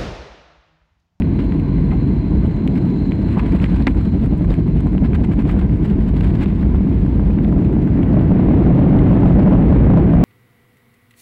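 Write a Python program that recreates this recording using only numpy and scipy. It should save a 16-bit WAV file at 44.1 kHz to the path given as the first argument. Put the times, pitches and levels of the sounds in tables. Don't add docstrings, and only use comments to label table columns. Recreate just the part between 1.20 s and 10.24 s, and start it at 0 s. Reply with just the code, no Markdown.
import sys
import numpy as np
from scipy import signal
from scipy.fft import rfft, irfft, next_fast_len
from scipy.io import wavfile
from scipy.ndimage import uniform_filter1d

SR = 44100
rng = np.random.default_rng(int(sys.argv[2]) if len(sys.argv) > 2 else 0)


def wrap_up_sound(samples):
    columns = np.atleast_2d(samples).T
    tamed = np.clip(columns, -1, 1)
    steps = np.round(tamed * 32767).astype(np.int16)
    wavfile.write(sys.argv[1], SR, steps)


N = 398663

# time in seconds, wheel rumble in dB, jet roar in dB, airflow hiss in dB.
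ROLL_LEVELS = [(0, -22, -14.5, -42), (1.25, -18, -16, -43), (1.55, -29, -15, -45),
               (2.0, -22.5, -15.5, -43.5), (2.25, -17, -16.5, -39.5), (2.8, -16.5, -17, -45.5),
               (3.9, -17, -15.5, -44.5), (5.2, -15.5, -15.5, -43.5), (5.6, -15, -15.5, -43.5),
               (6.6, -20, -11.5, -45.5), (7.3, -20.5, -8.5, -40.5), (7.9, -15.5, -7, -40),
               (8.3, -18.5, -7, -42.5), (8.6, -8.5, -7.5, -39.5), (8.8, -18, -6, -44),
               (9.04, -15.5, -6.5, -45.5)]
# time in seconds, level in dB.
SHAKE_LEVELS = [(0, -55), (2.0, -46.5), (2.3, -45.5), (2.7, -43.5), (4.0, -56.5), (4.7, -48.5),
                (5.3, -48.5), (6.7, -50.5), (7.8, -47.5), (9.04, -45.5)]
# time in seconds, level in dB.
WHISTLE_LEVELS = [(0, -60.5), (2.05, -56.5), (2.1, -59.5), (2.4, -61), (2.6, -61), (2.9, -59),
                  (3.05, -64.5), (3.9, -66), (4.1, -73), (9.04, -78.5)]
# time in seconds, level in dB.
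REVERSE_LEVELS = [(0, -67), (5.6, -56.5), (6.3, -48), (6.8, -41), (7.3, -38.5), (7.9, -36.5), (8.5, -36),
                  (9.04, -35.5)]
# middle in seconds, rattle level in dB, half length in seconds.
CLATTER_SPELLS = [(0.202, -41, 0.036), (0.339, -43.5, .02), (0.736, -49, .02), (1.573, -42, 0.035),
                  (2.19, -41, 0.033), (2.276, -37.5, 0.021), (2.362, -39, 0.029), (2.44, -39, 0.026),
                  (2.534, -39.5, 0.048), (2.7, -53, 0.026), (3.312, -40, 0.039), (3.591, -41.5, 0.046),
                  (3.856, -40.5, 0.023), (3.951, -34.5, 0.011), (4.05, -38, 0.013), (4.124, -42.5, 0.029),
                  (4.207, -40.5, .02), (4.3, -37, 0.038), (4.401, -39.5, .03), (4.655, -40.5, 0.016),
                  (4.7, -43.5, .04), (4.805, -42.5, .02), (4.892, -39.5, 0.015), (4.973, -40.5, .015),
                  (5.057, -39, 0.028), (5.15, -42, 0.035), (5.226, -34.5, 0.028), (5.427, -42, 0.01),
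                  (5.546, -41.5, .015), (6.064, -43.5, .02), (8.065, -43.5, 0.053)]

# frequency in Hz, level in dB per Hz.
RUMBLE_SPECTRUM = [(20, -36.5), (35, -14), (50, -4), (62, -6), (80, -8.5), (110, -16.5), (200, -35.5)]
ROAR_SPECTRUM = [(24, -39.5), (40, -5.5), (70, -6), (93, -5), (189, 1.5), (238, -5.5), (290, -4.5),
                 (417, -18.5), (563, -30.5), (667, -28.5), (750, -35), (811, -35), (900, -35.5),
                 (1170, -64.5), (1980, -120)]
HISS_SPECTRUM = [(260, -38), (450, -1), (573, -19.5), (687, -10), (775, -19), (987, -5), (1320, -22),
                 (1540, -14), (1840, -19), (2060, -15), (3310, -28), (4090, -32), (5000, -48), (6500, -70),
                 (11000, -120)]
RATTLE_SPECTRUM = [(300, -23), (600, 3), (1000, -0.5), (2000, -6), (3000, -11), (4600, -21.5),
                   (6000, -32.5), (6900, -33.5), (7700, -26.5), (8800, -35.5), (10000, -36), (12000, -39.5),
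                   (13500, -43.5), (15000, -38), (17000, -32.5)]
VENT_SPECTRUM = [(3000, -23), (4600, 4), (5300, -3.5), (6000, -5.5), (6900, -8.5), (7700, -9),
                 (8800, -15.5), (10000, -16), (12000, -29), (13500, -22), (15000, -17.5), (17000, -16.5)]
BLAST_SPECTRUM = [(350, -34), (500, -5.5), (700, -3.5), (1000, -10), (1400, -12), (2000, -14.5),
                  (3000, -27), (4500, -45.5), (6000, -67.5)]

# centre in Hz, width of each of two filter passes in Hz, relative level in dB.
WHISTLE_BANDS = [(4083, 280, -1), (6440, 150, -22.5), (7300, 460, -20.5)]
# start in seconds, peak of the body in dB, pitch that favours the modes in Hz,
# peak of the treble crack in dB, contact length in seconds, spread (6 dB down) in octaves.
TRIM_KNOCKS = [(0.021, -20.5, 2100, -57, 0.0015, 0.56), (0.191, -24.5, 1600, -60, 0.003, 1.2),
               (0.194, -32, 2320, -63, 0.025, 0.61), (0.322, -22, 1980, -69, 0.0012, 0.66),
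               (0.398, -29, 1500, -51, 0.002, 0.99), (0.583, -32, 1670, -62, 0.004, 0.33),
               (0.705, -30, 2040, -71, 0.031, 0.33), (0.717, -24.5, 800, -70, 0.025, 0.37),
               (1.4765, -20, 2680, -40, 0.0012, 0.29), (1.557, -33.5, 1900, -70, 0.011, 0.57),
               (1.575, -33.5, 2850, -61, 0.006, 0.7), (1.92, -16.5, 1750, -51, 0.0013, 0.66),
               (2.169, -21, 930, -60, 0.016, 0.4), (2.194, -21, 2000, -62, 0.0076, 0.6),
               (2.195, -22, 940, -70, 0.0093, 0.25), (2.211, -29, 970, -65, 0.026, 0.33),
               (2.263, -28, 1781, -57, 0.0058, 1.4), (2.292, -31, 1127, -54, 0.0031, 1.3),
               (2.322, -25, 2680, -45, 0.0024, 0.35), (2.35, -26, 1390, -52, 0.0023, 1.2),
               (2.4, -25.5, 2169, -56, 0.0025, 0.35), (2.442, -14, 2240, -58, 0.0011, 0.45),
               (2.436, -27, 350, -70, 0.001, 0.92), (2.46, -27.5, 2039, -53, 0.0044, 0.51),
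               (2.544, -26, 1300, -60, 0.0064, 1.7), (2.605, -26, 1180, -57, 0.0026, 1.2),
               (2.624, -32, 3300, -64, 0.0027, 0.3), (2.6694, -6.5, 2000, -48, 0.0038, 0.99),
               (2.6700, -4, 265, -66, 0.001, 0.31), (2.671, -12, 900, -59, 0.009, 0.98),
               (2.678, -11.5, 1720, -47, 0.0031, 0.51), (2.746, -32.5, 1110, -54, 0.0084, 1.2),
               (3.06, -34, 950, -48, 0.0029, 0.9), (3.179, -34.5, 1200, -51, 0.0022, 0.77),
               (3.243, -26.5, 945, -54, 0.0066, 1.1), (3.304, -36, 3630, -62, 0.004, 0.22),
               (3.341, -22, 1836, -45, 0.0018, 0.89), (3.478, -26, 1001, -54, 0.0028, 0.75),
               (3.606, -30, 1350, -46, 0.0031, 1.0), (3.669, -23, 930, -48, 0.002, 0.68),
               (3.731, -33, 1300, -51, 0.0022, 0.89), (3.78, -23, 1990, -56, 0.0015, 0.5),
               (3.85, -29, 1000, -60, 0.0043, 1.2), (3.933, -21.5, 1840, -54, 0.0013, 0.64),
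               (3.952, -31, 1640, -58, 0.011, 1.0), (3.96, -29, 1100, -57, 0.004, 1.1),
               (4.044, -27, 1130, -51, 0.01, 1.4), (4.114, -28, 1200, -64, 0.005, 1.0),
               (4.136, -20.5, 800, -49, 0.001, 1.5), (4.19, -27, 1760, -54, 0.016, 0.96),
               (4.253, -26, 1614, -61, 0.0012, 0.93), (4.29, -24, 1230, -52, 0.015, 1.3),
               (4.312, -26.5, 1670, -48, 0.0053, 1.15), (4.366, -25, 820, -52, 0.0024, 0.65),
               (4.412, -27, 1360, -59, 0.01, 1.3), (4.424, -26, 1200, -59, 0.002, 1.0),
               (4.495, -22.5, 800, -52, 0.0019, 1.34), (4.57, -37, 1500, -56, 0.0037, 1.0),
               (4.649, -29.5, 1040, -52, 0.0076, 0.92), (4.89, -33, 990, -48, 0.001, 1.1),
               (5.008, -23.5, 2050, -48, 0.0044, 0.82), (5.043, -32, 1362, -53, 0.0056, 1.1),
               (5.215, -24.5, 1550, -51, 0.025, 1.2), (5.259, -23.5, 1950, -63, 0.0018, 0.5),
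               (5.299, -35.5, 2580, -67, 0.0069, 0.51), (5.428, -28, 1110, -65, 0.011, 1),
               (5.541, -33.5, 1370, -59, 0.012, 0.78), (5.546, -21.5, 700, -64, 0.003, 0.8),
               (5.863, -27, 1000, -52, 0.003, 1.2), (5.995, -13.5, 620, -52, 0.001, 1.1),
               (6.106, -32.5, 2020, -64, 0.002, 0.42), (6.187, -26.5, 1800, -63, 0.0016, 0.34),
               (6.247, -24, 1790, -62, 0.0017, 0.76), (6.326, -18.5, 800, -50, 0.0014, 1.04),
               (6.448, -28, 1950, -44, 0.0016, 0.81), (6.528, -32, 1403, -51, 0.0038, 1.4),
               (6.493, -27, 704, -68, 0.0035, 0.63), (6.675, -25, 900, -53, 0.002, 1.5),
               (6.773, -32, 2280, -64, 0.0039, 0.52), (6.831, -25.5, 1800, -53, 0.005, 0.7),
               (6.931, -38, 3900, -62, 0.003, 0.4), (6.994, -27, 2030, -68, 0.002, 0.6),
               (7.788, -25, 1510, -56, 0.0053, 1.0), (8.004, -38, 2530, -53, 0.0035, 1.0),
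               (8.096, -32, 2500, -53, 0.0027, 0.87), (8.193, -30, 2480, -56, 0.0042, 0.84)]
# frequency in Hz, relative level in dB, 60 dB decay in seconds.
TRIM_MODES = [(257, 4.5, 0.044), (398, -2.5, .035), (573, 2.5, 0.029), (758, 2, 0.051), (860, 1, 0.053),
              (1020, 5.5, 0.032), (1220, 2, 0.014), (1370, 0, 0.012), (1600, -1, 0.018), (1700, 3.5, 0.019),
              (2020, 6, 0.017), (2130, 3.5, 0.011), (2350, 2.5, 0.017), (2460, 3.5, 0.013),
              (2670, -1.5, 0.01), (2900, -8, 0.0083), (3280, -8.5, 0.0038), (3570, -6.5, 0.018),
              (3920, -12, .01), (4270, -11.5, .009), (4730, -10.5, 0.0065), (5130, -18, .008)]

VENT_DB = -69.5
JOLTS_PER_S, JOLT_DB, JOLT_T60_S, JOLT_RISE_S = 330, 2.5, 0.055, 0.0014
AFTER_DB, AFTER_RISE_S, AFTER_T60_S = -29.5, 0.0067, 0.023
SHUDDER_HZ, CREST_S, SHUDDER_FROM_S, SHUDDER_TO_S, SHUDDER_FADE_S = 11.4, 3.92, 2.13, 4.75, 0.23
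ROAR_THROB_DB, HISS_THROB_DB, RATTLE_THROB_DB = 3.5, 1.8, 3
CRACK_HZ, CRACK_WIDTH_HZ = 7600, 1700
SHARP_S = 0.01
TILT_DB = 4
SCRAPE_DB = -8
OVERLOAD, KNEE = 0.54, 9.2
BASS_TOP_HZ = 736
RIDE = 0.38
SHELF_HZ, SHELF_DB = 194, 3
MIC_HZ, TOP_HZ = 2.3, 15830


def undb(db):
    return 10 ** (np.asarray(db) / 20)


def unit(x):
    return x / np.sqrt(np.mean(x ** 2))


def smooth_twice(x, length):
    return uniform_filter1d(uniform_filter1d(x, length), length)


def decay(x, t60_s):
    return signal.lfilter([1], [1, -np.exp(-np.log(1000) / (t60_s * SR))], x)


def walk(rate):
    held = int(SR / rate)
    levels = np.repeat(rng.standard_normal(N // held + 1), held)
    return 1.4 * smooth_twice(levels, held)[:N]


def curves(table):
    s, *columns = np.transpose(table)
    return [undb(np.interp(np.arange(N) / SR, s, column)) for column in columns]


def coloured(points, flicker_db, rate):
    size = next_fast_len(N)
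    octaves = np.log2(np.maximum(np.arange(size // 2 + 1) * SR / size, 1))
    at, db = np.transpose(points)
    spectrum = undb(np.interp(octaves, np.log2(at), db, -120, -120))
    shaped = rfft(rng.standard_normal(size)) * spectrum
    out = 0
    for octave in range(int(np.log2(at[0])), int(np.log2(at[-1])) + 2):
        share = np.maximum(1 - np.abs(octaves - octave), 0)
        out = out + irfft(shaped * share, size)[:N] * undb(flicker_db * walk(rate))
    return unit(out)


def resonance(x, hz, width_hz):
    return signal.lfilter(*signal.iirpeak(hz, hz / width_hz, SR), x)


def shudder():
    t = np.arange(N) / SR
    to_edge = np.minimum(t - SHUDDER_FROM_S, SHUDDER_TO_S - t)
    depth = np.clip(to_edge / SHUDDER_FADE_S + .5, 0, 1)
    return depth * np.cos(2 * np.pi * SHUDDER_HZ * (t - CREST_S))


def vent_hiss():
    return undb(VENT_DB) * coloured(VENT_SPECTRUM, 1.5, 22)


def whistle():
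    air = rng.standard_normal(N)
    bands = 0
    for hz, width_hz, db in WHISTLE_BANDS:
        band = resonance(resonance(air, hz, width_hz), hz, width_hz)
        bands = bands + undb(db) * unit(band)
    return curves(WHISTLE_LEVELS)[0] * unit(bands) * undb(1.3 * walk(25))


def airflow_hiss(level):
    return level * undb(HISS_THROB_DB * shudder()) * coloured(HISS_SPECTRUM, 0.53, 13)


def rattle_level():
    s, peak_db = np.transpose(TRIM_KNOCKS)[:2]
    blows = np.zeros(N)
    blows[(s * SR).astype(int)] = undb(peak_db + AFTER_DB)
    bursts = uniform_filter1d(decay(blows, AFTER_T60_S), int(AFTER_RISE_S * SR) + 1)
    t = np.arange(0, N, 40) / SR
    spells = sum(undb(db) * np.exp(-((t - mid) / half) ** 2) for mid, db, half in CLATTER_SPELLS)
    spells = np.interp(np.arange(N) / SR, t, spells)
    steady = curves(SHAKE_LEVELS)[0] * undb(RATTLE_THROB_DB * shudder())
    return np.hypot(steady, spells + bursts)


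def rattle():
    strength = undb(JOLT_DB * rng.exponential(size=N))
    jolts = (rng.random(N) < JOLTS_PER_S / SR) * strength
    shake = smooth_twice(decay(jolts, JOLT_T60_S), int(JOLT_RISE_S * SR) + 1)
    return rattle_level() * unit(shake * coloured(RATTLE_SPECTRUM, 0.87, 11.0))


def knocks():
    out, t = np.zeros(N + SR), np.arange(SR // 12) / SR
    hz, db, t60 = np.transpose(TRIM_MODES)[:, :, None]
    for s, peak_db, pitch_hz, crack_db, length, spread in TRIM_KNOCKS:
        chance_db, detune = rng.standard_normal((2, len(TRIM_MODES), 1))
        contact = rng.standard_normal((2, len(t))) * np.exp(-(t / max(length, 1e-4)) ** 2)
        contact[0, 0] = 9.3 / (1 + length / SHARP_S)
        distance = np.log2(hz / pitch_hz)
        gain = undb(db + chance_db - 6 * (distance / spread) ** 2 - TILT_DB * distance)
        tones = np.sin(2 * np.pi * hz * (1 + .03 * detune) * t)
        ring = np.sum(gain * tones * 1000. 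** (-t / t60), axis=0)
        soft_hz = pitch_hz * 2 ** (0.4 + spread * 0.77)
        push = signal.sosfilt(signal.butter(4, soft_hz, fs=SR, output="sos"), contact[0])
        body = signal.fftconvolve(push, ring)[:len(t)]
        wide_hz = 1.6 * pitch_hz * spread
        scrape = resonance(resonance(push, pitch_hz, wide_hz), pitch_hz, wide_hz)
        body = body / np.abs(body).max() + undb(SCRAPE_DB) * scrape / np.abs(scrape).max()
        crack = resonance(np.diff(contact[1], prepend=0), CRACK_HZ, CRACK_WIDTH_HZ)
        k = int(s * SR)
        out[k:k + len(t)] += undb(peak_db) * body / np.abs(body).max()
        out[k:k + len(t)] += undb(crack_db) * crack / np.abs(crack).max()
    return out[:N]


def wheel_rumble(level):
    return level * coloured(RUMBLE_SPECTRUM, 0.33, 3.0)


def reverse_blast():
    return curves(REVERSE_LEVELS)[0] * coloured(BLAST_SPECTRUM, 0.72, 8.8)


def jet_roar(level):
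    return level * undb(ROAR_THROB_DB * shudder()) * coloured(ROAR_SPECTRUM, 0.9, 9)


def scene():
    wheels, jets, hiss = curves(ROLL_LEVELS)
    air = vent_hiss() + whistle() + airflow_hiss(hiss)
    loose_parts = rattle() + knocks()
    cabin = wheel_rumble(wheels) + reverse_blast() + jet_roar(jets)
    return (air + loose_parts + cabin)[None]


def record(dry):
    high = signal.butter(2, BASS_TOP_HZ, "high", fs=SR, output="sos")
    treble = RIDE * signal.sosfilt(high, dry)
    low = 2 * np.pi * SHELF_HZ
    b, a = signal.bilinear([1 / (low * undb(SHELF_DB)), 1], [1 / low, 1], SR)
    hot = signal.lfilter(a, b, dry - treble)
    limited = hot / (1 + np.abs(hot / OVERLOAD) ** KNEE) ** (1 / KNEE)
    out = treble + signal.lfilter(b, a, limited)
    out = signal.sosfilt(signal.butter(1, MIC_HZ, "high", fs=SR, output="sos"), out)
    return signal.sosfilt(signal.ellip(10, .2, 60, TOP_HZ, fs=SR, output="sos"), out)


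dry = scene()
out = record(dry)
wrap_up_sound(out)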